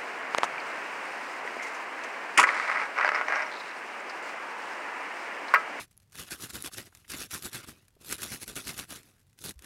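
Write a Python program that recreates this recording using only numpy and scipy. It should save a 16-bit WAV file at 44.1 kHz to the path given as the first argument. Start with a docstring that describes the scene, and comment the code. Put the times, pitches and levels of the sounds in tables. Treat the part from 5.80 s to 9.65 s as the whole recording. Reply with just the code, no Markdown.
"""A fox digs in packed snow, close by, in quick runs of paw strokes with short pauses.
Each stroke breaks a swarm of ice grains: claws fizz on the crust, clumps crunch, the paw rumbles below.
Bits of crust snap, clods knock, ice splinters tinkle, and the snow thuds under the fox's weight.
Loose crystals tick as they settle; the open air adds a faint low rumble."""
import sys
import numpy as np
from scipy import signal
from scipy.io import wavfile
from scipy.ndimage import uniform_filter1d

SR = 44100
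rng = np.random.default_rng(int(sys.argv[2]) if len(sys.argv) > 2 else 0)


def materialize(psi):
    """Save the field psi as 16-bit PCM at rate SR to the path in sys.argv[1].

    A 1-D psi becomes a single channel; in a 2-D psi each row is a channel.
    """
    bounded = np.clip(np.atleast_2d(psi).T, -1, 1)
    quanta = np.round(bounded * 32767).astype(np.int16)
    wavfile.write(sys.argv[1], SR, quanta)


N = 169785

# spectra: freq_hz, relative_density_db
AIR_SPECTRUM = [(15, -39), (25, -7), (108, 3.5), (301, -16), (818, -24), (5430, -30), (16000, -36)]
SNAP_SPECTRUM = [(600, -10), (1500, -0.5), (4000, -3.5), (12400, -1.5), (13400, -17)]
PUSH_SPECTRUM = [(30, -31), (52, -8), (80, -3), (350, -4), (520, -12), (2500, -35)]
CRUNCH_SPECTRUM = [(250, -17.5), (550, -9), (850, -8), (1400, -0.5), (4200, -4), (8000, -14)]
FIZZ_SPECTRUM = [(1200, -43.5), (2400, -6), (3500, -0.5), (6500, 0.5), (8500, -1), (10300, 3.5),
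                 (12700, -0.5), (13300, -9), (16000, -9.5)]
# crust resonance and notch: centre_hz, width_hz, gain_db
CRUST_BANDS = [(2620, 190, 3.5), (3182, 36, -22)]
# paws bearing down: start_s, peak_db, pitch_hz
PAW_THUDS = [(.842, -37.5, 290), (1.338, -39.5, 299), (1.649, -41, 227), (2.770, -40.5, 343),
             (3.752, -47, 62)]
# ice splinters: start_s, peak_db
ICE_TINKLES = [(0.169, -48), (0.177, -36.5), (0.824, -19.5)]
# splinter modes: freq_hz, relative_db, t60_s
SPLINTER_MODES = [(6840, -13, 0.0069), (10750, 5, 0.0036)]
# clods knocking together: start_s, peak_db, pitch_hz
CLOD_KNOCKS = [(0.914, -47, 1420), (1.123, -50, 1460), (1.245, -49.5, 2360), (2.165, -52.5, 450)]
# crust breaking: start_s, peak_db
CRUST_SNAPS = [(.112, -50), (0.201, -50), (.322, -42.5), (0.329, -40.5), (0.355, -33), (.508, -27.5),
               (.706, -30), (0.744, -29), (0.84, -28), (0.846, -28), (.874, -29), (1.150, -34),
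               (1.173, -39.5), (1.28, -43), (1.300, -33), (1.318, -27), (1.404, -28), (1.509, -26),
               (1.513, -26.5), (1.539, -31.5), (1.624, -29), (1.656, -27), (1.731, -29), (1.746, -22.5),
               (2.082, -46.5), (2.247, -36), (2.325, -18.5), (2.383, -33.5), (2.420, -24.5), (2.432, -19.5),
               (2.679, -25.5), (2.756, -28), (2.872, -24), (2.881, -28), (2.892, -25.5), (2.978, -27),
               (2.991, -23), (3.106, -30.5), (3.232, -42), (3.53, -54), (3.589, -36), (3.640, -26.5),
               (3.693, -27.5), (3.709, -30.5), (3.792, -38), (3.823, -39), (3.845, -34)]
# paw strokes: peak_s, rise_s, fall_s, fizz_db, crunch_db, push_db
PAW_STROKES = [ (.008, 0.05, 0.026, -44.5, -46.5, -51), (0.352, 0.012, 0.014, -51, -53.5, -56),
               (0.4, 0.026, 0.033, -42, -45.5, -47.5), (.485, 0.019, 0.0073, -49, -51, -62),
               (0.521, 0.012, 0.024, -38, -40.5, -45.5), (0.646, 0.041, 0.018, -40, -44, -46),
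               (0.704, 0.013, 0.0089, -43, -46.5, -56), (0.753, .017, 0.028, -40, -44, -42),
               (0.809, 0.0095, 0.017, -47.5, -54.5, -54), (0.863, 0.017, 0.017, -39.5, -40.5, -43.5),
               (0.942, 0.015, 0.0061, -41, -47.5, -54), (0.983, 0.02, 0.031, -42, -45, -46),
               (1.066, 0.019, 0.016, -55.5, -59.5, -57), (1.175, 0.056, 0.076, -65.5, -69.5, -71.5),
               (1.308, 0.012, 0.035, -40, -48.5, -50.5), (1.34, 0.017, 0.019, -46, -40, -44),
               (1.422, 0.056, 0.028, -40, -44, -46), (1.542, 0.021, 0.035, -37, -43, -45),
               (1.66, 0.028, 0.022, -39, -46.5, -45.5), (1.753, 0.021, 0.038, -41, -41, -44.5),
               (1.843, 0.014, 0.0068, -49.5, -47.5, -53), (1.887, 0.015, 0.029, -48, -48.5, -49),
               (1.965, 0.069, 0.062, -69, -66.5, -65), (2.218, 0.012, 0.021, -58.5, -61.5, -55.5),
               (2.269, 0.022, 0.037, -50.5, -63, -58), (2.326, 0.035, 0.025, -36.5, -42.5, -43.5),
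               (2.392, 0.012, 0.024, -49, -50, -51.5), (2.434, 0.022, 0.043, -38, -43, -44.5),
               (2.529, 0.023, 0.033, -38.5, -43, -43), (2.632, 0.021, 0.0089, -39.5, -46, -47.5),
               (2.696, 0.022, 0.028, -43, -47.5, -46), (2.765, 0.0078, 0.033, -37, -43, -41.5),
               (2.893, 0.039, 0.028, -38.5, -44.5, -44), (2.945, 0.0077, 0.005, -44, -51.5, -47.5),
               (2.992, 0.023, 0.034, -40.5, -42.5, -46), (3.123, 0.023, 0.016, -41.5, -46, -48),
               (3.16, 0.016, 0.032, -48.5, -52.5, -53), (3.260, 0.055, 0.09, -66, -68.5, -65),
               (3.618, .012, .025, -50, -64, -55), (3.656, 0.013, 0.023, -38.5, -46.5, -44),
               (3.692, 0.023, 0.017, -41, -51.5, -45.5), (3.848, .024, .029, -57, -55.5, -54)]


def amp(db):
    """Decibels to amplitude."""
    return 10 ** (np.asarray(db) / 20)


def unit(x):
    """Scale to unit RMS."""
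    return x / np.sqrt(np.mean(x ** 2) + 1e-20)


def add(mix, start_s, sound):
    """Mix a sound in, in place."""
    part = mix[max(round(start_s * SR), 0):][:len(sound)]
    part += sound[:len(part)]


def colour(x, spectrum, bands=()):
    """Minimum-phase filter from a spectrum plus peaks and notches."""
    hz = np.fft.rfftfreq(8192, 1 / SR)
    freq_hz, density_db = np.transpose(spectrum)
    db = np.interp(np.log(hz + 1), np.log(freq_hz), density_db)
    for centre_hz, width_hz, gain_db in bands:
        db = db + gain_db / (1 + (2 * (hz - centre_hz) / width_hz) ** 2)
    log_gain = np.log(amp(np.r_[db, db[-2:0:-1]]))
    taps = np.fft.ifft(np.exp(np.conj(signal.hilbert(log_gain)))).real
    return signal.fftconvolve(x, taps[:len(hz)])[:len(x)]


def air(level_db=-67):
    """Faint outdoor rumble and hiss."""
    return amp(level_db) * unit(colour(rng.standard_normal(N), AIR_SPECTRUM))


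def settling(rate_per_s=72, spread_db=4.5, decay_s=0.0042, level_db=-75.5):
    """Loosened crystals trickle back with tiny ticks."""
    size = amp(spread_db * np.minimum(rng.exponential(1, N), 2))
    impacts = size * (rng.random(N) < rate_per_s / SR)
    envelope = signal.lfilter([1], [1, -np.exp(-1 / (decay_s * SR))], impacts)
    return amp(level_db) * unit(colour(envelope * rng.standard_normal(N), SNAP_SPECTRUM))


def scatter(x, level_db, t60_s):
    """Direct sound plus sparse reflections off rough snow."""
    t = np.arange(SR // 3) / SR
    tail = rng.standard_normal(len(t)) * (rng.random(len(t)) < 0.1) * amp(-60 * t / t60_s)
    return x + amp(level_db) * signal.fftconvolve(x, tail / np.linalg.norm(tail))[:N]


def thuds(rise_cycles=1.36):
    """Snow gives under the fox's weight; deeper thuds swell more slowly."""
    out, t = np.zeros(N), np.arange(SR // 4) / SR
    for start_s, peak_db, pitch_hz in PAW_THUDS:
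        age = t * pitch_hz / rise_cycles
        swell = (age * np.exp(1 - age)) ** 2
        add(out, start_s, amp(peak_db) * swell * np.sin(2 * np.pi * pitch_hz * t))
    return out


def tinkles():
    """Loose ice splinters ring high and briefly."""
    out, t = np.zeros(N), np.arange(SR // 16) / SR
    ring = sum(amp(db - 60 * t / t60_s) * np.sin(2 * np.pi * hz * t) for hz, db, t60_s in SPLINTER_MODES)
    for start_s, peak_db in ICE_TINKLES:
        add(out, start_s, amp(peak_db) * ring / abs(ring).max())
    return out


def clods(rub_s=0.0022, decay_s=0.001):
    """Loose clods rub and settle with rough, slightly pitched knocks."""
    out, t = np.zeros(N), np.arange(SR // 20) / SR
    for start_s, peak_db, pitch_hz in CLOD_KNOCKS:
        rub = rng.standard_normal(len(t)) * (t / rub_s) * np.exp(-t / rub_s)
        ring = np.exp(-t / decay_s) * np.sin(2 * np.pi * pitch_hz * t)
        knock = signal.fftconvolve(rub, ring)
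        add(out, start_s, amp(peak_db) * knock / abs(knock).max())
    return out


def snaps(crack_s=0.00061, crumble_s=0.0047, crumble_db=-3.5):
    """Bits of crust break: a sharp crack, then a brief crumble."""
    out, t = np.zeros(N), np.arange(SR // 25) / SR
    fade = np.exp(-t / crack_s) + amp(crumble_db) * np.exp(-t / crumble_s)
    for start_s, peak_db in CRUST_SNAPS:
        crack = colour(rng.standard_normal(len(t)) * fade, SNAP_SPECTRUM, CRUST_BANDS)
        add(out, start_s, amp(peak_db) * crack / abs(crack).max())
    return out


def effort(layer, lag_s=0, rise_exponent=1.334, fall_exponent=0.94):
    """A layer's envelope: each stroke swells, eases, and stops as the paw lifts."""
    column = ("fizz", "crunch", "push").index(layer)
    t, power = np.arange(N) / SR - lag_s, np.zeros(N)
    for peak_s, rise_s, fall_s, *levels_db in PAW_STROKES:
        near = abs(t - peak_s) < 0.5
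        offset_s = t[near] - peak_s
        lift_s = 1.91 * fall_s
        rising = abs(offset_s / rise_s) ** rise_exponent
        falling = abs(offset_s / fall_s) ** fall_exponent + abs(offset_s / lift_s) ** 10
        envelope = np.exp(-np.where(offset_s < 0, rising, falling))
        power[near] += (amp(levels_db[column]) * envelope) ** 2
    return np.sqrt(power)


def crackle(rate_per_s=140, re_fizz_db=-8):
    """Larger crystals give way under the claws with dry, bright clicks."""
    clicks = rng.uniform(-0.2, 1, N) * (rng.random(N) < rate_per_s / SR)
    return amp(re_fizz_db) * unit(colour(clicks, FIZZ_SPECTRUM)) * effort("fizz")


def grains(rate_per_s, spread_db, cap_spreads, even_s):
    """Random fractures of varied size, evened in power over longer spans."""
    size = amp(spread_db * np.minimum(rng.exponential(1, N), cap_spreads))
    clicks = size * rng.choice([-1, 1], N) * (rng.random(N) < rate_per_s / SR)
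    span = int(even_s * SR) + 1
    power = uniform_filter1d(uniform_filter1d(clicks ** 2, span), span)
    return clicks / np.sqrt(abs(power) + 0.01 * np.mean(clicks ** 2))


def shards(low_hz, high_hz, decay_cycles, rate_per_s, spread_db, sizes):
    """Each fracture briefly rings one of several grain sizes."""
    clicks = grains(rate_per_s, spread_db, cap_spreads=1.12, even_s=0.031)
    size_index = rng.integers(0, sizes, N)
    out, t = np.zeros(N), np.arange(SR // 100) / SR
    for k, hz in enumerate(np.linspace(low_hz, high_hz, sizes)):
        ring = unit(np.exp(-t * hz / decay_cycles) * np.sin(2 * np.pi * hz * t))
        out += signal.oaconvolve(clicks * (size_index == k), ring)[:N]
    return out


def slips(top_hz, depth_db):
    """Gain flutter: the paw catches and slips, so grains come in clumps."""
    band = signal.butter(2, [top_hz / 4, top_hz], "bandpass", fs=SR, output="sos")
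    wobble = unit(signal.sosfilt(band, rng.standard_normal(N)))
    return unit(amp(depth_db * np.clip(wobble, -2, 2)))


def shifting(x, width_hz, hold_s, depth_db):
    """Brief resonances come and go as broken snow changes shape."""
    frame, hop = 512, 128
    spectra = signal.stft(x, nperseg=frame, noverlap=frame - hop)[2]
    patches = rng.standard_normal(spectra.shape)
    spans = (round(width_hz * frame / SR) + 1, round(hold_s * SR / hop) + 1)
    for axis in (0, 1, 0, 1):
        patches = uniform_filter1d(patches, spans[axis], axis)
    spectra = spectra * amp(depth_db * unit(patches))
    return signal.istft(spectra, nperseg=frame, noverlap=frame - hop)[1][:N]


def digging(crunch_lag_s=0.0027, push_lag_s=0.0022, hollow_re_crunch_db=-9.5):
    """Claws fizz on the crust first; then the paw sinks with a dull push, and clumps crunch and ring."""
    catch = slips(top_hz=245, depth_db=1.5)
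    fizz = shards(1980, 15100, decay_cycles=0.71, rate_per_s=3600, spread_db=5.5, sizes=14)
    crunch = shards(723, 4140, decay_cycles=0.8, rate_per_s=1500, spread_db=7.0, sizes=10)
    fizz = colour(fizz, FIZZ_SPECTRUM, CRUST_BANDS)
    fizz = shifting(fizz, width_hz=300, hold_s=0.022, depth_db=3.0)
    crunch = colour(crunch, CRUNCH_SPECTRUM, CRUST_BANDS)
    crunch = shifting(crunch, width_hz=260, hold_s=0.026, depth_db=3.5)
    hollow = shards(1217, 1682, decay_cycles=3.6, rate_per_s=220, spread_db=6.0, sizes=7)
    push = grains(rate_per_s=700, spread_db=9.5, cap_spreads=1.36, even_s=0.018)
    return (unit(fizz * catch) * effort("fizz")
            + unit(crunch * catch) * effort("crunch", crunch_lag_s)
            + amp(hollow_re_crunch_db) * unit(hollow) * effort("crunch", push_lag_s)
            + unit(colour(push, PUSH_SPECTRUM)) * effort("push", push_lag_s))


def scene():
    """Paws at work close by, in still open air; mono."""
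    near = digging() + crackle() + snaps() + clods() + tinkles()
    return (scatter(near, level_db=-29.5, t60_s=0.085) + settling() + thuds() + air())[None]


def record(dry, cutoff_hz=15900):
    """Steep low-pass band limit."""
    taps = signal.firwin(401, cutoff_hz, window=("kaiser", 8), fs=SR)
    return signal.oaconvolve(dry, taps[None], "same")


dry = scene()
out = record(dry)
materialize(out)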